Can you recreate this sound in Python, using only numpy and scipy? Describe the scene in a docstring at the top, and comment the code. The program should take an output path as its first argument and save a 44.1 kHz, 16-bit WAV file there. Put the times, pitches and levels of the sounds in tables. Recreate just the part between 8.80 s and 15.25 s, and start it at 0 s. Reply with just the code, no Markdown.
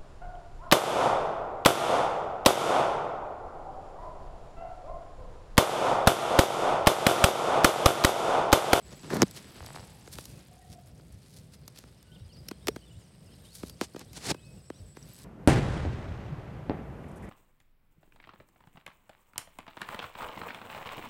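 """A landed fish thrashes on dry grass, slaps the ground (hardest near 0.42 s) and ticks as it slides off a net,
then is picked up and twitches in the hand against the mesh. Slaps are pulses with crushed-fibre grains, friction
is shaped noise, ticks are coloured pulses, pops and clinks are damped tones. Straw and netting rustle all along.
Behind, over light wind noise: a cricket and insect chorus, a low trill at 1.6 s, then chirps from 3.3 s and
rising slurs from 4.6 s, made of gliding sines among fainter twitter."""
import sys
import numpy as np
from scipy import signal
from scipy.fft import rfft, irfft, next_fast_len
from scipy.io import wavfile
from scipy.ndimage import uniform_filter1d, map_coordinates

SR = 44100
rng = np.random.default_rng(int(sys.argv[2]) if len(sys.argv) > 2 else 0)


def master_out(mix):
    """Clip the mix to full scale and print it as 16-bit PCM to the path in sys.argv[1]."""
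    frames = np.transpose(np.atleast_2d(mix))
    ceiling = np.clip(frames, -1, 1)
    pcm = np.round(ceiling * 32767).astype(np.int16)
    wavfile.write(sys.argv[1], SR, pcm)


N = 284268


def amp(db):
    """Decibels to gain."""
    return 10 ** (np.asarray(db) / 20)


def unit(x):
    """Scale to rms 1."""
    return x / np.sqrt(np.mean(x ** 2) + 1e-20)


def along(points, hz):
    """Interpolate (Hz, value) points on a log frequency axis."""
    f, v = np.transpose(points)
    return np.interp(np.log(hz + 1), np.log(f + 1), v)


def curves(rows):
    """One value per sample for each column after the time."""
    s, *cols = np.transpose(rows)
    return [np.interp(np.arange(N) / SR, s, c) for c in cols]


def wobble(rate_hz):
    """A smooth random curve with rate_hz knots a second."""
    knots = rng.standard_normal(int(N * rate_hz / SR) + 4)
    return map_coordinates(knots, [np.arange(N) * rate_hz / SR])


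def filtered(x, response):
    """Multiply the spectrum of x by a response of frequency."""
    m = next_fast_len(len(x) + SR // 8)
    return irfft(rfft(x, m) * response(np.fft.rfftfreq(m, 1 / SR)), m)[:len(x)]


def coloured(x, spectrum):
    """Filter x by a spectrum of (Hz, dB) points."""
    return filtered(x, lambda hz: amp(along(spectrum, hz)))


def add(track, sound, centre_s):
    """Mix a sound in with its middle at the given second."""
    at = round(centre_s * SR) - len(sound) // 2 + np.arange(len(sound))
    inside = (at >= 0) & (at < len(track))
    track[at[inside]] += sound[inside]


def grains(size, rate, spread_db, share):
    """Tiny snaps of uneven size over smooth rubbing noise; share is the snaps' part of the power."""
    snap = (rng.random(size) < rate / SR) * rng.choice([-1, 1], size)
    snap = snap * amp(spread_db * np.minimum(rng.standard_normal(size), 2))
    share = np.clip(share, 0, 1)
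    return np.sqrt(share) * unit(snap) + np.sqrt(1 - share) * rng.standard_normal(size)


def patch(hz, lowest_hz, damping=0.85):
    """A small patch of contact radiates no deep bass and resonates just above its lower limit."""
    r = hz / lowest_hz
    return r ** 3 / np.hypot(1, r) / np.hypot(1 - r ** 2, damping * r)


def tilted(spectrum, tilt_db, pivot_hz=1300):
    """Make a spectrum brighter by tilt_db per octave about the pivot."""
    return [(hz, db + tilt_db * np.log2(hz / pivot_hz)) for hz, db in spectrum]


# Bright upper colour of every contact. Each row: frequency in Hz, gain in dB.
CONTACT_COLOUR = [(4200, -1), (5800, 2.5), (7500, 1.5), (9400, -1), (12000, 6.5)]


def contact(spectrum, crumbly, lowest_hz, rise_s, crumble_s):
    """One clean push inside a short burst of crushed fibres."""
    t = np.arange(-2048, 2048) / SR
    dying = np.exp(-np.abs(t) / np.where(t < 0, rise_s, crumble_s))
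    crumbly = np.clip(crumbly, 0, 1)
    burst = grains(len(t), rate=4900, spread_db=3.5, share=0.138) * dying
    burst = coloured(burst / np.linalg.norm(burst), [(400, -4.5), (1500, -0.5)])
    # the push keeps its bass whole; crumbling takes its treble
    push_treble_db = 10 * np.log10(max(1 - crumbly, 1e-2))
    push = coloured(1. * (t == 0), [(500, 0.0019), (1800, push_treble_db)])
    blow = coloured(push + np.sqrt(crumbly) * burst, spectrum)
    return coloured(filtered(blow, lambda hz: patch(hz, lowest_hz)), CONTACT_COLOUR)


# Body and tail slap ground, hand and net. Each row: centre in seconds, relative level in dB,
# brightness in dB per octave, crumbly share 0-1, lower limit of the contact in Hz.
SLAPS = [(0.1325, -21.5, -5.5, 0.6, 150), (0.3035, 0, -2, 0.5, 500), (0.3327, 1, -5, 0.55, 150),
         (0.3678, -1, 1, 0.5, 300), (0.4193, 17, 0, 0.1, 150), (0.4282, 12.5, -0.4, 0.83, 132),
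         (1.2761, -12, -1, 0.4, 367), (1.3856, -3.5, 1, 0.26, 416), (2.197, -22.5, -2.5, 0.4, 453),
         (3.039, -15.5, -2, 0.2, 150), (3.7125, -3, -0.5, 0.92, 218), (3.8715, 1.5, 2.5, 0.07, 280),
         (3.8835, 8.5, 2, .7, 298), (3.9617, -5, -0.5, 0.98, 190), (4.833, -5.5, -2.4, 0.98, 170),
         (5.0123, 8, -0.5, 0, 200), (5.1463, -12.5, -5, 0.3, 150), (5.1624, -5.5, -1.5, 0.97, 150),
         (5.545, -7.5, -1.7, 0.93, 222), (5.9016, -3, -3.5, 0.12, 324), (6.1696, -11.5, -0.5, 0.7, 152)]
# A slap of the soft body. Each row: frequency in Hz, gain in dB.
FLESH_COLOUR = [(330, 9), (480, 7), (750, 0.5), (1300, -.5), (3000, -8), (6000, -15), (11500, -26)]


def slaps():
    """Soft-body contacts share one fleshy colour, each with its own brightness."""
    out = np.zeros(N)
    for s, db, tilt_db, crumbly, lowest_hz in SLAPS:
        spectrum = tilted(FLESH_COLOUR, tilt_db)
        add(out, amp(db) * contact(spectrum, crumbly, lowest_hz, rise_s=0.0014, crumble_s=0.0028), s)
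    return out


def ring(hz, decay_s):
    """A damped tone that starts softly at the middle of its span."""
    t = np.maximum(np.arange(-SR // 8, SR // 8), 0) / SR
    return (1 - np.exp(-2 * t * hz)) * np.exp(-t / decay_s) * np.sin(2 * np.pi * hz * t)


# Air trapped under wet skin. Each row: start in seconds, pitch in Hz, level in dB.
POPS = [(0.42, 5920, 1), (3.8869, 442, -15.5)]


def pops(cycles=2.05):
    """A pocket of air pops with a short ring; the lower its pitch, the longer it rings."""
    out = np.zeros(N)
    for s, hz, db in POPS:
        add(out, amp(db) * ring(hz, cycles / hz), s)
    return out


def thud(start_s=.4345, pitch_hz=200, level_db=-9, decay_s=0.0052):
    """The body's full weight lands and the soil answers with a few low, damped cycles."""
    out = np.zeros(N)
    add(out, amp(level_db) * ring(pitch_hz, decay_s), start_s)
    return out


def strokes(rows, spectrum, brisk_db):
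    """Strokes of friction grains swell and die; rise and fall each span a tenfold change."""
    out, t = np.zeros(N), np.arange(-SR // 4, SR // 4) / SR
    for s, rise_s, fall_s, db, tilt_db in rows:
        stroke = 10 ** (-np.abs(t) / np.where(t < 0, rise_s, fall_s))
        # a brisk, bright stroke catches many fibres at once, a gentle one only single ones
        snaps_per_s = 2200 * amp(db + 2 * tilt_db - brisk_db)
        rub = grains(len(t), rate=snaps_per_s, spread_db=3.0, share=0.63)
        add(out, amp(db) * coloured(stroke * rub, tilted(spectrum, tilt_db)), s)
    return out * amp(3.0)


# The wet body wrenches itself over the soil. Each row: peak in seconds, rise in seconds,
# fall in seconds, relative level in dB, brightness in dB per octave.
THRASHES = [(.307, 0.011, 0.044, -29, 0.5), (.335, 0.042, 0.057, -25.5, 0), (.362, .03, 0.045, -27.5, -0.3),
            (.411, .06, 0.02, -27.5, -0.5)]
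# A wet body scraping. Each row: frequency in Hz, gain in dB.
WET_SOIL_COLOUR = [(330, 11.5), (750, 3.5), (1800, -3), (2700, -13), (6000, -15), (11500, -30)]


def thrashes():
    """Wet scraping friction, strong in the lows."""
    return strokes(THRASHES, WET_SOIL_COLOUR, brisk_db=-20.5)


# The body swishes over ground and net. Each row: peak in seconds, rise in seconds,
# fall in seconds, relative level in dB, brightness in dB per octave.
SWISHES = [(.128, 0.04, 0.038, -45.5, 0.8), (.235, 0.0087, 0.18, -43.5, -1), (5.017, 0.01, 0.023, -31, 0),
           (5.042, 0.027, 0.02, -41.5, 4), (5.215, 0.079, 0.019, -45, -.5), (5.375, 0.04, 0.02, -40, 3),
           (5.47, 0.067, 0.03, -33, 2.5), (5.506, 0.044, 0.015, -24.5, 1.4),
           (5.516, 0.02, 0.005, -23.5, 0.5)]
# Skin rubbing. Each row: frequency in Hz, gain in dB.
SKIN_COLOUR = [(330, 11), (1300, -0.5), (4800, -5), (7500, -8), (11500, -22)]


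def swishes():
    """Skin friction over ground and net."""
    return strokes(SWISHES, SKIN_COLOUR, brisk_db=-35)


# Grass and mesh are brushed lightly. Each row: peak in seconds, rise in seconds,
# fall in seconds, relative level in dB, brightness in dB per octave.
RUSTLES = [(.345, 0.02, 0.022, -49.5, 3.5), (.572, 0.035, 0.041, -39, -2), (.863, 0.0091, 0.01, -50, 2),
           (.959, 0.013, 0.01, -38.5, -3.5), (1.332, 0.02, 0.031, -47, 1.8), (1.39, 0.044, 0.2, -58, 3),
           (1.935, 0.074, 0.014, -53.5, 0), (2.57, 0.22, 0.1, -61, 1.5), (2.741, .02, 0.015, -49.5, -0.5),
           (2.965, 0.031, 0.1, -49.5, -2), (4.752, 0.019, 0.051, -55.5, 4), (4.886, 0.5, 0.064, -60, 2),
           (6.4, 0.29, 0.29, -65.5, 4)]
# Dry fibres rubbing. Each row: frequency in Hz, gain in dB.
FIBRE_COLOUR = [(330, -3.5), (1300, -3.5), (4800, 2.5), (11500, -5.5)]


def rustles():
    """Light friction of dry fibres."""
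    return strokes(RUSTLES, FIBRE_COLOUR, brisk_db=-37.0)


# The fish slides off the mesh. Each row: time in seconds, relative level in dB.
TICKS = [(0.805, -34), (0.827, -39), (0.845, -40), (0.869, -38), (0.887, -38.5), (0.904, -36),
         (0.946, -36.5), (0.961, -31.5), (0.973, -35.5), (0.984, -39), (0.994, -40), (1.004, -45),
         (1.018, -50), (1.028, -44), (1.038, -44)]
# One pluck of the mesh. Each row: frequency in Hz, gain in dB.
TICK_COLOUR = [(150, 3), (450, 26.5), (850, 30.5), (2200, 17.5), (4000, 8), (9000, -17)]


def ticks(ring_hz=800, ring_width_hz=230, ring_t60_s=2.3, ring_db=-5):
    """Little plucks, each a single pulse, leave a faint hollow ring of narrow noise behind."""
    pulses, t = np.zeros(N), np.arange(SR // 2) / SR  # ring is cut at 0.5 s
    for s, db in TICKS:
        pulses[round(s * SR)] = amp(db)
    plucks = coloured(pulses, TICK_COLOUR)
    tail = rng.standard_normal(len(t)) * amp(-60 * t / ring_t60_s)
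    ringing = signal.fftconvolve(plucks, tail / np.linalg.norm(tail))[:N]
    hollow = filtered(ringing, lambda hz: np.exp(-((hz - ring_hz) / ring_width_hz) ** 2))
    return plucks + amp(ring_db) * hollow


# Dry stalks break under fish, hand or foot. Each row: centre in seconds, relative level in dB.
BREAKS = [(0.232, -30), (0.511, -19), (1.355, -20.5), (1.455, -17), (2.879, -16.5), (2.9877, -19),
          (3.228, -29.5), (3.6858, -10), (4.897, -17.5), (5.194, -19.5), (5.332, -23.5)]
# A breaking stalk. Each row: frequency in Hz, gain in dB.
STALK_COLOUR = [(330, 3), (1300, -4), (4800, 1.5), (11500, -8)]


def breaks():
    """Stalks give way with a thin, crumbly crack."""
    out = np.zeros(N)
    for s, db in BREAKS:
        crack = contact(STALK_COLOUR, crumbly=0.65, lowest_hz=150, rise_s=0.00093, crumble_s=0.0026)
        add(out, amp(db) * crack, s)
    return out


def snaps(count=700, pitch_hz=8500, spread_db=3.0, cycles=3.5):
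    """Single dry stalks tick, each ringing for a few cycles at its own pitch; rms 1."""
    t = np.arange(256) / SR
    at = rng.integers(0, N - len(t), (count, 1)) + np.arange(len(t))
    tune, size = rng.standard_normal((count, 2)).T[:, :, None]
    hz = pitch_hz * np.exp(0.63 * np.tanh(tune))
    dying = np.exp(-t * hz / cycles)
    rings = amp(spread_db * np.minimum(size, 2)) * dying * np.sin(2 * np.pi * hz * t)
    return unit(np.bincount(at.ravel(), rings.ravel(), N))


# Level course of the stirring. Each row: time in seconds, straw in relative dB, crackle in relative dB.
STIR_LEVELS = [(0.0, -52, -70), (0.54, -48.5, -63.5), (0.77, -46.5, -64.5), (1.17, -50.5, -64),
               (1.98, -59, -72), (4.33, -58.5, -76.5), (4.84, -56.5, -67), (6.12, -60, -78),
               (6.3, -51.5, -77)]
# Straw rubbing. Each row: frequency in Hz, gain in dB.
STRAW_COLOUR = [(30, 0), (200, 13.5), (600, 2.5), (1200, -1), (5000, -3), (7000, -17.5), (16000, -26.5)]
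# Fine crackle. Each row: frequency in Hz, gain in dB.
CRACKLE_COLOUR = [(2000, -18), (5000, 0), (9000, 7.5), (12000, 3), (16000, -35)]


def stirring():
    """Dry grass and netting keep shifting under fish, feet and hands: rubbing, fizz and stalk ticks."""
    straw_db, crackle_db = curves(STIR_LEVELS)
    fidget_db = 1.7 * wobble(30)
    rubbing = unit(coloured(grains(N, rate=180, spread_db=6.0, share=0.16), STRAW_COLOUR))
    straw = amp(straw_db + fidget_db - 6.0) * rubbing
    fizz = unit(coloured(grains(N, rate=610, spread_db=2.5, share=0.4), CRACKLE_COLOUR))
    clumps = unit(amp(3.0 * wobble(160)))
    stalks = coloured(snaps(), [(12000, -1.0), (16000, -4)])
    return straw + amp(crackle_db + fidget_db) * (clumps * fizz + stalks)


def dispersed(x, cycles=1.936, knee_hz=90):
    """Low tones arrive up to two cycles late, so every click falls in pitch like a wet 'tchup'."""
    return filtered(x, lambda hz: np.exp(-2j * np.pi * cycles * np.log1p(hz / knee_hz)))


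# Colour of slaps, breaks, ticks and rubbing. Each row: frequency in Hz, gain in dB.
HANDLING_COLOUR = [(30, -27), (90, -3), (210, 2), (450, -1.27), (2400, -1), (3150, -2), (4300, 2),
                   (5800, 0), (7500, 0), (9500, 3.5), (12000, 1), (16000, -11.5)]


def handling():
    """Contacts and friction share one colour; with the stirring they are dispersed."""
    rubbing = swishes() + rustles() + thrashes()
    close = coloured(slaps() + breaks() + ticks() + rubbing, HANDLING_COLOUR)
    return dispersed(close + stirring())


# Cord bead and bracelet links. Each row: start in seconds, pitch in Hz, level in dB.
CLINKS = [(3.6862, 5400, -30.5), (3.871, 5450, -29), (6.227, 5740, -42.5), (6.288, 13200, -50),
          (6.335, 12700, -45)]


def clinks(decay_s=0.0025):
    """Small hard things each ring on one high tone for a few milliseconds."""
    out = np.zeros(N)
    for s, hz, db in CLINKS:
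        add(out, amp(db) * ring(hz, decay_s), s)
    return out


# Shifting feet and hands. Each row: centre in seconds, relative level in dB.
BUMPS = [(0.829, -43), (2.336, -46), (3.44, -41.5), (4.169, -44), (6.038, -44)]


def bumps(pitch_hz=90, width_hz=45, length_s=0.038):
    """Dull swells of narrow low noise."""
    out, t = np.zeros(N), np.arange(-SR // 8, SR // 8) / SR
    for s, db in BUMPS:
        noise = rng.standard_normal(len(t))
        low = filtered(noise, lambda hz: np.exp(-((hz - pitch_hz) / width_hz) ** 2))
        low = low * np.exp(-(t / length_s) ** 2)
        add(out, amp(db + 3.5) * low / np.abs(low).max(), s)
    return out


# Light wind. Each row: frequency in Hz, gain in dB.
WIND_COLOUR = [(20, -50), (35, -27), (55, 5), (85, 1), (150, 4), (200, -2), (260, -12), (600, -15),
               (1000, -31.5), (2500, -42.5)]


def wind(level_db=-53.5):
    """Light air rumbles in uneven puffs of low noise."""
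    return amp(level_db + 2.6 * wobble(11)) * unit(coloured(rng.standard_normal(N), WIND_COLOUR))


# Level of the far chorus. Each row: time in seconds, level in dB.
CHORUS_LEVELS = [(2.5, -81.5), (4.0, -71.5)]
# The far chorus. Each row: frequency in Hz, gain in dB.
CHORUS_COLOUR = [(3000, -31), (5200, -2), (6400, -36.5), (7500, -9), (8700, 5), (9700, -17), (16000, -40)]
# Level of the cricket. Each row: time in seconds, level in dB.
CRICKET_LEVELS = [(0, -64), (1, -66), (1.7, -90), (5.45, -75.5), (5.9, -65.5), (6.45, -64)]


def insects(trill_hz=7860, trill_spread_hz=160, chirps_per_s=8.453, first_s=.495, duty=.78):
    """A far chorus of noise that grows, and a cricket gating a rough, high tone at a steady rate."""
    t = np.arange(N) / SR
    chorus = amp(curves(CHORUS_LEVELS)[0]) * unit(coloured(rng.standard_normal(N), CHORUS_COLOUR))
    roughness = amp(2.5 * wobble(300) + 1.5 * wobble(8))
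    pitch_hz = trill_hz + trill_spread_hz * wobble(1200)
    tone = unit(roughness * np.sin(2 * np.pi * np.cumsum(pitch_hz) / SR))
    gate = uniform_filter1d(1. * ((t - first_s) * chirps_per_s % 1 < duty), size=500)
    return chorus + amp(curves(CRICKET_LEVELS)[0]) * gate * tone


def whistle(pitch_hz):
    """A pure note along a pitch curve, with soft ends."""
    return signal.windows.tukey(len(pitch_hz), .35) * np.sin(2 * np.pi * np.cumsum(pitch_hz) / SR)


def droop(u, crest=0.34):
    """Pitch drop along a note (u 0-1): 0 at the crest, 1 at the end."""
    return ((u - crest) / (1 - crest)) ** 2


def trill(start_s=1.63, length_s=.43, top_hz=738, sink_hz=55, level_db=-59,
          rate_hz=37, depth=.6, rise_s=0.1):
    """A far bird's low, hoarse note, pulsed quickly, swells in, wavers and sinks towards its end."""
    out, t = np.zeros(N), np.arange(int(length_s * SR)) / SR
    hoarse, waver_hz = amp(2.5 * wobble(90)[:len(t)]), 20 * wobble(110)[:len(t)]
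    roll = (1 + depth * np.sin(2 * np.pi * rate_hz * t)) * np.minimum(t / rise_s, 1)
    pitch_hz = top_hz - sink_hz * droop(t / length_s) + waver_hz
    add(out, amp(level_db) * hoarse * roll * whistle(pitch_hz), start_s + length_s / 2)
    return out


# The farthest birds. Each row: time in seconds, relative level in dB.
TWITTER_LEVELS = [(2.0, -81), (3.4, -70.5), (4.5, -67.5), (6.4, -78)]


def twitter(count=150, centre_hz=3900, length_s=.032):
    """Many tiny chirps at random times, each gliding from its own pitch."""
    out, u = np.zeros(N), np.linspace(-1, 1, int(length_s * SR))
    for when, tune, glide, size in rng.uniform(-1, 1, (count, 4)):
        pitch_hz = centre_hz * np.exp(.35 * tune + .12 * glide * u - .05 * u ** 2)
        add(out, amp(3.3 * size) * whistle(pitch_hz), (when + 1) / 2 * N / SR)
    return amp(curves(TWITTER_LEVELS)[0]) * out


# A songbird repeats one rising slur. 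Each row: start in seconds, relative level in dB.
SLURS = [(4.636, -60.5), (4.945, -73), (5.245, -71), (5.572, -66.5), (5.9, -70.5), (6.232, -72)]
# Chirps, each one bent glide. Each row: start in seconds, length in seconds, first pitch in Hz,
# middle pitch in Hz, last pitch in Hz, relative level in dB.
CHIRPS = [(.098, 0.07, 6400, 7400, 6500, -68), (3.313, 0.031, 2700, 3190, 3050, -64),
          (3.346, 0.026, 3930, 3160, 2670, -59.5), (3.395, 0.033, 5100, 5600, 5400, -71),
          (3.485, 0.048, 3410, 3000, 2700, -66), (3.491, 0.029, 3950, 4350, 4400, -65),
          (3.522, 0.023, 4200, 5360, 5800, -58.5), (3.541, 0.031, 4900, 4530, 4300, -59),
          (3.567, 0.041, 4450, 5000, 4470, -59.5), (3.89, 0.068, 5150, 5650, 5260, -67),
          (4.01, 0.044, 2740, 3060, 2820, -63.5), (4.055, 0.05, 3850, 3450, 3160, -65.5),
          (4.094, 0.028, 2580, 2900, 2950, -61), (4.077, 0.086, 7800, 7170, 7600, -74),
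          (4.155, .11, 7650, 7050, 5450, -70.5), (4.203, .035, 5780, 5100, 4700, -68),
          (4.858, 0.093, 3700, 4730, 4230, -69), (5.16, 0.072, 4400, 3660, 3300, -66),
          (5.647, .035, 4770, 5370, 5250, -67), (5.695, .085, 5000, 5570, 5150, -69),
          (5.785, 0.033, 5400, 5200, 4720, -65), (5.845, .048, 4900, 5550, 5200, -66),
          (5.918, 0.1, 4200, 5800, 4500, -68.5)]
# Nearly level whistles of farther birds. Each row: start in seconds, length in seconds,
# highest pitch in Hz, relative level in dB.
WHISTLES = [(1.46, 0.14, 2595, -72), (1.805, 0.043, 1910, -65.5), (3.24, 0.18, 1497, -72),
            (5.53, 0.21, 2570, -65)]


def birds(slur_s=.115, slur_from_hz=2720, slur_to_hz=4970, slur_curve=1.1, whistle_droop_hz=81,
          tree_echo_s=.047, tree_echo_db=-11, scatter_t60_s=1.2, scatter_db=-9.5):
    """Distant sine notes waver, echo off the tree line and scatter a little over the field."""
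    out = twitter()
    drift, flutter = 1 + .009 * wobble(170), amp(2.8 * wobble(90))

    def course(length_s):
        return np.linspace(0, 1, int(length_s * SR))

    notes = []
    for s, db in SLURS:
        notes.append((s, db, slur_from_hz + (slur_to_hz - slur_from_hz) * course(slur_s) ** slur_curve))
    for s, length_s, first_hz, middle_hz, last_hz, db in CHIRPS:
        bend = np.polyfit([0, .5, 1], [first_hz, middle_hz, last_hz], 2)
        notes.append((s, db, np.polyval(bend, course(length_s))))
    for s, length_s, hz, db in WHISTLES:
        notes.append((s, db, hz - whistle_droop_hz * droop(course(length_s))))
    for s, db, pitch_hz in notes:
        at = np.minimum(int(s * SR) + np.arange(len(pitch_hz)), N - 1)
        out[at] += amp(db) * flutter[at] * whistle(pitch_hz * drift[at])
    echo = np.pad(out, (round(tree_echo_s * SR), 0))[:N]
    # the trill gets scatter but no tree echo
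    calls = out + amp(tree_echo_db) * echo + trill()
    t = np.arange(SR // 2) / SR  # scatter is cut at 0.5 s
    tail = rng.standard_normal(len(t)) * amp(-60 * t / scatter_t60_s)
    return calls + amp(scatter_db) * signal.fftconvolve(calls, tail / np.linalg.norm(tail))[:N]


def scene():
    """Close handling over the open field."""
    close = handling() + pops() + thud() + clinks() + bumps()
    field = wind() + insects() + birds()
    return (close + field)[None]


def record(dry, top_hz=16100):
    """Nothing is kept above the band limit."""
    return filtered(dry[0], lambda hz: hz < top_hz)[None]


dry = scene()
out = record(dry)
master_out(out)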